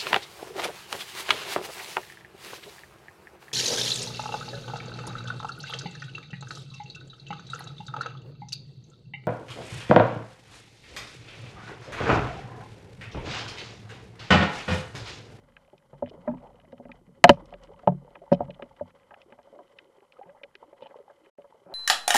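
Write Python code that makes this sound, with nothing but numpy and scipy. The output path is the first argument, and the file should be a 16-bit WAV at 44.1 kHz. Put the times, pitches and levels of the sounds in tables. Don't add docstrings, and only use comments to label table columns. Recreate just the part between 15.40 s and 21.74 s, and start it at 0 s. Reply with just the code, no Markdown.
import sys
import numpy as np
from scipy import signal
from scipy.fft import rfft, irfft
from scipy.io import wavfile

SR = 44100
rng = np.random.default_rng(int(sys.argv[2]) if len(sys.argv) > 2 else 0)


def unload_wav(signal):
    wavfile.write(
        sys.argv[1],
        SR,
        np.round(np.clip(np.atleast_2d(signal).T, -1, 1) * 32767).astype(np.int16),
    )


N = 279594
AGE = np.arange(SR // 2) / SR

# start_s, level_db (peak of the ring), hardness_hz, rattle_db (against the push),
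# main_db, second_db, low_db (housing modes), tuning (factor on the main mode, raises only),
# boom_db, boom_hz, rise_s, damping (factor), thump_db, body_tuning (factor)
SHOT_BLOWS = [(1.8406, 4, 6500, -18, -2, 3.5, -2.5, 0.94, -13.5, 183, .003, 1.8, -40.5, 0.99),
              (1.8450, -5, 804, -27, 0, 9.5, -2.5, 1.0, -23, 187, .0024, 1.8, -45, 0.76),
              (1.8492, -9, 802, -27, 2, 9.5, -3, 1.0, -20, 244, .002, 1.17, -45, 1.0),
              (1.8932, -0.5, 2600, -15, 10.5, 0.5, 11, 0.98, -1.5, 230, .003, 1.48, -20, 0.95),
              (1.9020, -10.5, 600, -22, 15, -1.5, 1.5, 1.0, -36, 192, .0046, 1.2, -41.5, 1.0)]
KNOCK_BLOWS = [(0.6232, -21, 900, -26.5, 4, -4, 7, 1.01, -30, 245, 0.0057, 0.67, -40.5, 1.01),
               (0.8760, -23, 1100, -17, 3.5, -12, -5, 1.074, -20.5, 245, 0.012, 0.52, -61, 0.98),
               (0.933, -39, 900, -11, -4, -12.5, 1, 1.1, -24, 251, 0.012, 0.98, -68, 1.03),
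               (2.4732, -6, 900, -30.5, -1.5, -4.5, -3, 1.047, -13.5, 168.4, 0.0042, 0.81, -40, 1.0),
               (2.4806, -22.5, 991, -37, 2.5, 2.5, 9, 1.05, -27.5, 290, 0.002, 1.02, -48, 0.95),
               (2.9174, -12.5, 733, -32, 8.5, -3.5, 10, 1.0, -16.5, 179.2, 0.0021, 1.3, -30.5, 1.0),
               (2.9230, -16.5, 1010, -25.5, 0, 4, 15, 1.0, -11.5, 238.4, 0.00099, 1.63, -39.5, 1.0),
               (3.0040, -19, 900, -23, 0, 1.5, 0, 1.02, -27, 273, 0.0019, 1.02, -38, 0.96),
               (3.027, -42, 900, -17, -11, -3, -0.5, 1.05, -33.5, 150, .0036, 1.4, -49.5, 1.0),
               (3.4095, -25.5, 744, -31, 7, -4, -8, 1.03, -34, 225, 0.0046, 0.78, -43, 1.0)]
# start_s, level_db, hardness_hz, boom_db, boom_hz
SOFT_BUMPS = [(0.331, -39, 680, -55.5, 160), (0.531, -35.5, 900, -44.5, 145), (0.742, -40, 600, -54, 245),
              (0.791, -62, 405, -45, 185), (0.872, -32, 1000, -51, 245), (0.914, -38, 1200, -42, 245),
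              (1.027, -42.5, 775, -42, 210), (1.328, -33, 626, -40, 250), (1.397, -35, 586, -40, 250),
              (1.454, -35, 650, -39.5, 235), (1.493, -38, 1110, -39, 240), (1.678, -61, 450, -45.5, 190),
              (1.972, -36.5, 1000, -39.5, 175), (2.124, -30, 1064, -50, 180), (2.141, -35.5, 556, -61, 180),
              (2.432, -36.5, 790, -57, 180), (2.519, -31.5, 790, -48.5, 245), (2.619, -46, 450, -52.5, 245),
              (2.708, -45, 570, -70, 180), (2.754, -38, 701.5, -54, 200), (2.817, -37.5, 599, -64, 180),
              (2.992, -35, 900, -42, 246), (3.058, -42.5, 1000, -46, 245), (3.083, -40, 900, -35, 170),
              (3.095, -29.5, 600, -56, 230), (3.194, -31.5, 896, -60, 180), (3.223, -28.5, 605, -39, 234.6),
              (3.708, -38, 1600, -61.5, 200), (3.922, -41, 800, -51, 245), (3.988, -38, 1192, -69, 245),
              (4.072, -44, 1100, -72.5, 245), (4.127, -37.5, 501, -70, 245), (4.189, -34, 950, -69, 245),
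              (4.79, -41, 900, -62, 245), (4.862, -44.5, 590, -52.5, 190), (5.014, -43.5, 813, -72, 245),
              (5.033, -37.5, 697, -69, 245), (5.226, -35, 1150, -62, 245), (5.329, -42, 1000, -69, 245),
              (5.412, -47, 900, -60, 230), (5.422, -34, 900, -47, 230), (5.458, -36, 990, -67.5, 245),
              (5.509, -39.5, 1290, -68.5, 245), (5.553, -42, 1098, -65, 245),
              (5.588, -39.5, 1088, -76.5, 245), (5.699, -39.5, 1200, -72, 245),
              (5.985, -35, 590, -57.5, 200), (6.043, -40.5, 1110, -72, 245), (6.263, -41, 700, -53.5, 180),
              (6.322, -34, 1000, -56, 180)]
# start_s, level_db,
# pitch_hz, rattle_db, width_octaves
SHARP_TICKS = [(0.166, -37.5, 1800, -11, 1.53), (0.248, -58, 2600, -12, 1.4), (0.379, -51, 3550, -12, 0.9),
               (0.538, -56, 1800, -6, 1), (0.66, -41, 2300, -13, 0.55), (0.672, -49, 2000, -6, .7),
               (0.6956, -47, 3900, -10, 0.96), (0.8795, -39, 1640, -15, 0.59),
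               (0.981, -52.5, 1990, -12, .6), (1.1986, -50, 2320, -6, 1.16), (1.25, -54, 1910, 1, 0.27),
               (1.3216, -48.5, 2400, -5, 2), (1.378, -49.5, 2020, -6, 1.6),
               (1.4523, -48.5, 1700, -12, 0.78), (1.516, -33.5, 2450, -4, 0.92),
               (2.057, -49, 4860, -13, 1.1), (2.1065, -52.5, 3800, -28.5, 1.05),
               (2.138, -38, 2200, -5, 1.5), (2.2357, -46, 4710, -12, 1.17), (2.272, -50, 2000, -15, 1.3),
               (2.392, -45.5, 1480, -4, 1.24), (2.4733, -31, 2970, -31, 0.23),
               (2.486, -42.5, 1800, -10, 0.78), (2.7534, -35.5, 1600, 0, 1.56),
               (2.9245, -39.5, 4000, -9, 0.9), (2.928, -35, 3900, -8.5, 0.95),
               (2.9328, -37.5, 4000, -8, 1.1), (2.945, -40, 3320, -8, 1), (3.1043, -40, 2620, 14, 1.1),
               (3.144, -47.5, 3000, -10, 0.35), (3.2224, -30.5, 1940, -12.5, 1.2),
               (3.3642, -47.5, 1900, -6, 2.1), (3.395, -44.5, 1180, -13, 0.73),
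               (3.504, -51.5, 2130, 9.5, 0.92), (3.632, -54, 2160, -20.5, 0.65),
               (3.7406, -38.5, 1795, -5, 0.87), (3.8162, -42, 3270, -8, 1.1), (3.9236, -41, 1700, -20, 1.6),
               (4.03, -57.5, 4680, -20, 1.06), (4.386, -35.5, 2320, -5, 1.54),
               (4.722, -43.5, 2930, -14, 0.82), (4.83, -51, 2010, -3, .4), (4.893, -46, 1450, -1, 0.87),
               (5.034, -31, 2573, -10, 1.25), (5.1530, -33.5, 2650, -19, 1.44),
               (5.331, -57, 2200, -12, 1.02), (5.4213, -46, 3200, -2, 0.28), (5.430, -47, 3150, 4, .3),
               (5.467, -42.5, 3300, -4, 0.57), (5.501, -56.5, 1840, -8, .4), (5.861, -51, 2180, -15, 1)]
# pitch_hz, width_hz, level_db
HOUSING_MODES = [(566, 36, 0), (713, 36, -3), (865, 70, -6), (985, 110, -11), (1265, 100, -12),
                 (1450, 100, -17), (1605, 120, -12.5), (2040, 170, -13), (2460, 200, -14.5),
                 (3020, 150, -12), (3550, 300, -25), (4170, 250, -20.5), (5200, 600, -31),
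                 (7100, 1400, -33), (10500, 3000, -43), (453, 40, -13), (405, 70, -15)]
# pitch_hz, t60_s
BODY_MODES = [(95, 0.15), (142, 0.24), (180, 0.17), (245, 0.1), (305, 0.065)]
# start_s, length_s, level_db, low_hz, high_hz
LINE_SCRAPES = [(0.662, 0.032, -60.5, 1800, 3400), (0.685, 0.024, -61, 2760, 5200),
                (0.883, 0.03, -69.5, 2470, 6200), (1.872, 0.046, -40, 1495, 4500),
                (2.913, 0.025, -42, 1200, 2200), (4.756, 0.19, -70.5, 900, 1892),
                (4.943, 0.09, -69, 788, 1980), (5.406, 0.055, -64, 2620, 3550),
                (5.44, 0.044, -63, 1500, 3200), (6.246, 0.13, -58, 790, 1370)]
# start_s, level_db
GUN_SHOVES = [(0.0, -62.5), (0.53, -61), (0.87, -55), (1.44, -58), (1.85, -47.5), (2.12, -53.5),
              (2.5, -56.5), (2.92, -51)]
# start_s, level_db, pitch_hz, rise_s, t60_s, slide_octaves_per_s
SINGLE_BUBBLES = [(0.712, -37, 420, 0.0015, 0.03, 3), (1.972, -43, 900, 0.0026, 0.044, -1),
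                  (2.302, -39, 443, 0.0016, 0.042, -5), (4.767, -47, 1260, .002, .03, -2.5),
                  (4.792, -37, 504, 0.0006, 0.034, 14), (4.813, -38.5, 770, .0006, 0.08, 4.5),
                  (4.855, -48, 869, .003, 0.052, 5.5), (4.884, -33, 534.6, 0.021, .1, 4),
                  (4.947, -46, 844, .005, 0.053, 5), (5.4215, -39.5, 487, 0.0018, 0.053, 8),
                  (5.458, -51, 640, 0.00055, 0.045, 14), (5.226, -43, 520, 0.0022, .04, -13),
                  (5.329, -44.5, 569, .001, 0.061, -3.5), (5.558, -36.5, 482, 0.0017, 0.031, -2),
                  (5.599, -41.5, 443, 0.0019, 0.034, 7)]
# start_s, length_s, level_db, low_hz, high_hz
WATER_SWIRLS = [(0.998, 0.13, -55.5, 523, 900), (4.115, 0.12, -53, 296, 592),
                (4.294, 0.27, -67.5, 330, 514), (6.257, 0.16, -50.5, 266, 856)]
# time_s, level_db
FLOW_LEVEL = [(0.0, -65.5), (0.39, -66), (0.78, -57.5), (1.77, -65), (1.99, -56.5), (2.14, -60),
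              (2.59, -57.5), (2.77, -63), (2.93, -59), (3.44, -64), (3.55, -63), (3.92, -62.5),
              (4.1, -63.5), (5.0, -60.5), (5.21, -65), (5.54, -58.5), (5.83, -63.5), (6.34, -64)]
# time_s, level_db
HANDLING_LEVEL = [(0.0, -61), (0.35, -74), (0.74, -58), (1.15, -61), (1.8, -64), (1.93, -53), (2.21, -63),
                  (2.58, -61), (2.84, -70), (3.0, -59), (3.49, -69.5), (4.68, -81), (5.05, -74.5),
                  (5.76, -83), (6.34, -74.5)]
# pitch_hz, density_db (per Hz)
WASH_SPECTRUM = [(71, -53.5), (120, -18.5), (344, -15), (473, -7.5), (560, 3), (649, -16), (703, -13),
                 (761, -13), (833, -9.5), (976, -10.5), (1170, -14), (1610, -35), (1800, -30), (2340, -59),
                 (3960, -120)]
# pitch_hz, density_db (per Hz)
RUMBLE_SPECTRUM = [(13, -30.5), (22, -9), (45, -9), (114, -8), (173, -5.5), (204, -11), (247, -6.5),
                   (320, -17.5), (420, -47), (700, -120)]
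# pitch_hz, density_db (per Hz)
FIZZ_SPECTRUM = [(820, -30.5), (1400, -0.5), (1780, -13.5), (2000, 0.5), (2340, -13), (2730, -16.5),
                 (3050, -3), (3470, -15), (5330, -19.5), (6350, -21.5), (7420, -19), (7980, -18),
                 (8430, -20.5), (11900, -23.5), (12500, -27.5), (16200, -79), (22000, -120)]

TRIGGER_S, SLAM_END_S = SHOT_BLOWS[0][0], SHOT_BLOWS[-1][0]


def blows(table, rattle_t60_s, order, thin_hz):
    out = np.zeros(N)
    for s, db, hardness_hz, rattle_db, main_db, second_db, low_db, tuning, *boom in table:
        push = contact(hardness_hz, rattle_db, rattle_t60_s, order)
        force = cut(push, thin_hz, "high", order=3)
        ring = peak_one(housing(force, main_db, second_db, low_db, tuning))
        add(out, s, from_db(db) * ring + flex(*boom))
    return out


def shaft(level_db=-25.5, dull_hz=650):
    rub = np.zeros(N)
    add(rub, TRIGGER_S, rng.standard_normal(len(AGE)) * swell(SLAM_END_S - TRIGGER_S))
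    return from_db(level_db) * peak_one(housing(cut(rub, dull_hz, "low"), main_db=-6.0))


def spray(level_db=-49, fade_db_per_s=428.5, thin_hz=2000, dull_hz=7000, direct_db=-28):
    pops = cut(grains(per_s=700, spread_db=8), thin_hz, "high")
    pops = cut(pops, dull_hz, "low", order=4)
    crackle = rms_one(housing(pops) + from_db(direct_db) * pops)
    return fading(SLAM_END_S, level_db, fade_db_per_s) * crackle


def contact(hardness_hz, rattle_db, rattle_t60_s, order):
    force = from_db(rattle_db - 60 * AGE / rattle_t60_s) * rng.standard_normal(len(AGE)) / 2
    force[0] += 1
    return cut(force, hardness_hz, "low", order=order)


def housing(force, main_db=0, second_db=0, low_db=0, tuning=1, scatter_db=0):
    hz, width_hz, db = np.array(HOUSING_MODES, float).T
    db = db + scatter_db * rng.standard_normal(len(db))
    db[:2] += main_db, second_db
    db[-2:] += low_db
    hz[0] *= max(tuning, 1)
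    gains = from_db(db) * (-1.0) ** np.arange(len(db))
    return sum(gain * resonance(force, f, width) for gain, f, width in zip(gains, hz, width_hz))


def resonance(force, hz, width_hz):
    r = np.exp(-np.pi * width_hz / SR)
    feed = np.array([1, 0, -1]) * (1 - r * r) / 2
    back = [1, -2 * r * np.cos(2 * np.pi * hz / SR), r * r]
    return signal.lfilter(feed, back, force + 1e-18)


def flex(boom_db, boom_hz, rise_s, damping, thump_db=-90, tuning=1):
    hz, t60_s = np.array(BODY_MODES).T
    away_octaves = np.abs(np.log2(hz / boom_hz))
    gains = from_db(boom_db - np.minimum(38 * away_octaves, 21.5))
    gains[0] = from_db(thump_db)
    modes = np.zeros(len(AGE))
    for gain, f, t60 in zip(gains, hz, t60_s):
        modes += gain * from_db(-60 * damping * AGE / t60) * np.sin(2 * np.pi * f * tuning * AGE)
    return cut(modes * (1 - np.exp(-AGE / rise_s)), 65, "high")


def bumps(gain_db=-6, thin_hz=240, direct_db=-19):
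    out = np.zeros(N)
    for s, db, hardness_hz, boom_db, boom_hz in SOFT_BUMPS:
        push = contact(hardness_hz, rattle_db=-18.5, rattle_t60_s=0.074, order=4)
        force = cut(push, thin_hz, "high")
        ring = peak_one(housing(force, main_db=2.0, scatter_db=5.0) + from_db(direct_db) * force)
        boom = flex(boom_db, boom_hz, rise_s=0.0018, damping=1.0)
        add(out, s, from_db(db + gain_db) * ring + boom)
    return out


def ticks(gain_db=-4.5, direct_db=-30):
    out = np.zeros(N)
    for s, db, hz, rattle_db, octaves in SHARP_TICKS:
        edge = 2 ** (octaves / 2)
        snap = contact(hz * edge, rattle_db, rattle_t60_s=0.022, order=5)
        force = cut(snap, hz / edge, "high", order=5)
        ring = peak_one(housing(force) + from_db(direct_db) * force)
        add(out, s, from_db(db + gain_db) * ring)
    return out


def scrapes(direct_db=-28):
    out = np.zeros(N)
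    for s, length_s, db, low_hz, high_hz in LINE_SCRAPES:
        slips = cut(grains(per_s=360, spread_db=8)[:len(AGE)], high_hz, "low", order=4)
        slips = cut(slips, low_hz, "high", order=3)
        crackle = rms_one(housing(slips, scatter_db=5.0) + from_db(direct_db) * slips)
        add(out, s, from_db(db) * crackle * swell(length_s))
    return out


def sway(hz=41.3, t60_s=0.96, rise_s=0.015):
    out, age = np.zeros(N), np.arange(2 * SR) / SR
    envelope = from_db(-60 * age / t60_s) * (1 - np.exp(-age / rise_s))
    shudder = envelope * np.sin(2 * np.pi * hz * age)
    for s, db in GUN_SHOVES:
        add(out, s, from_db(db) * shudder)
    return out


def blips():
    out = np.zeros(N)
    for s, db, hz, rise_s, t60_s, slide in SINGLE_BUBBLES:
        pitch_hz = hz * 2 ** (slide * np.minimum(AGE, t60_s / 2))
        phase = 2 * np.pi * np.cumsum(pitch_hz) / SR
        envelope = from_db(db - 60 * AGE / t60_s) * (1 - np.exp(-AGE / rise_s))
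        add(out, s, envelope * np.sin(phase))
    return out


def swirls():
    out = np.zeros(N)
    for s, length_s, db, low_hz, high_hz in WATER_SWIRLS:
        rush = gurgle(260, low_hz, high_hz)[:len(AGE)]
        add(out, s, from_db(db) * rush * swell(length_s))
    return out


def gurgle(per_s, low_hz, high_hz, sharpness=12, count=10):
    clicks = grains(per_s, spread_db=6.5)
    size = rng.integers(0, count, N)
    pitches_hz = np.geomspace(low_hz, high_hz, count)
    rings = sum(resonance(clicks * (size == k), hz, hz / sharpness) for k, hz in enumerate(pitches_hz))
    return rms_one(cut(cut(rings, low_hz / 2, "high"), 1300, "low", order=4))


def water(wash_gain_db=-5, gurgle_db=-5, rumble_gain_db=-3):
    flow_db, handling_db = in_time(FLOW_LEVEL), in_time(HANDLING_LEVEL)
    surge = from_db(3.6 * drift(16))
    stirred = sum(fading(s, db - 51.5, fade_db_per_s=75.5) for s, db, *_ in SHOT_BLOWS[1:] + KNOCK_BLOWS)
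    wash = from_db(wash_gain_db) * noise(WASH_SPECTRUM) * surge
    bubbles = from_db(gurgle_db) * gurgle(per_s=26, low_hz=316, high_hz=900)
    rumble = from_db(handling_db + rumble_gain_db) * noise(RUMBLE_SPECTRUM)
    return np.hypot(from_db(flow_db), stirred) * (wash + bubbles) + rumble + fizz(flow_db, surge)


def fizz(flow_db, surge, level_db=-79.5, follows=0.13, patchy_db=3):
    steady = from_db(level_db + follows * (flow_db - flow_db.mean()))
    cloud = fading(TRIGGER_S, -76.5, fade_db_per_s=4.5)
    patchy = from_db(patchy_db * drift(45))
    return np.hypot(steady, cloud) * cut(noise(FIZZ_SPECTRUM), 5400, "low") * surge * patchy


def reef(level_db=-82.0, count=8):
    snaps = sum(resonance(grains(5, 7), hz, hz / 3) for hz in np.geomspace(1000, 3600, count))
    return from_db(level_db) * rms_one(cut(housing(snaps), 900, "high", order=3))


def hiss(level_db=-85.5):
    return from_db(level_db) * rms_one(cut(rng.standard_normal(N), 12200, "low", order=10))


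def dropout(start_s=5.897, end_s=5.978, edge_s=0.0065, depth_db=-49.5):
    t = np.arange(N) / SR
    inside = np.minimum(t - start_s, end_s - t) / edge_s
    return from_db(depth_db * np.clip(inside, 0, 1))


def from_db(db):
    return 10 ** (np.asarray(db) / 20)


def rms_one(x):
    return x / np.sqrt(np.mean(x ** 2) + 1e-20)


def peak_one(x):
    return x / (np.abs(x).max() + 1e-20)


def in_time(rows):
    s, db = np.transpose(rows)
    return np.interp(np.arange(N) / SR, s, db)


def add(track, s, sound):
    start = round(s * SR)
    track[start:start + len(sound)] += sound[:max(N - start, 0)]


def cut(x, hz, kind, order=2):
    return signal.sosfilt(signal.butter(order, hz, kind, fs=SR, output="sos"), x + 1e-18)


def noise(spectrum):
    hz, db = np.transpose(spectrum)
    octave = np.log2(np.arange(N // 2 + 1) * SR / N + 1)
    outside = np.abs(octave - np.clip(octave, np.log2(hz[0]), np.log2(hz[-1])))
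    gain = from_db(np.interp(octave, np.log2(hz), db) - 60 * outside)
    return rms_one(irfft(rfft(rng.standard_normal(N)) * gain, N))


def drift(rate_hz):
    return rms_one(cut(rng.standard_normal(N), rate_hz, "low"))


def grains(per_s, spread_db):
    sizes = from_db(spread_db * rng.uniform(-1, 1, N)) * rng.choice([-1, 1], N)
    return sizes * (rng.random(N) < per_s / SR)


def swell(length_s):
    return np.sin(np.pi * np.minimum(AGE / length_s, 1))


def fading(start_s, db, fade_db_per_s):
    age = np.arange(N) / SR - start_s
    return (age > 0) * from_db(db - fade_db_per_s * np.maximum(age, 0))


def scene(level_db=3.5):
    shot = blows(SHOT_BLOWS, rattle_t60_s=0.026, order=1, thin_hz=169.0) + shaft() + spray()
    knocks = blows(KNOCK_BLOWS, rattle_t60_s=0.071, order=5, thin_hz=412)
    contacts = bumps() + ticks() + scrapes() + sway()
    wet = blips() + swirls() + water()
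    mix = shot + knocks + contacts + wet + reef() + hiss()
    return (from_db(level_db) * mix * dropout())[None]


def record(dry):
    clipped = dry / (1 + (dry / .96) ** 8) ** (1 / 8)
    top_cut = signal.ellip(10, .1, 80, 15900, fs=SR, output="sos")
    return signal.sosfilt(top_cut, clipped)


dry = scene()
out = record(dry)
unload_wav(out)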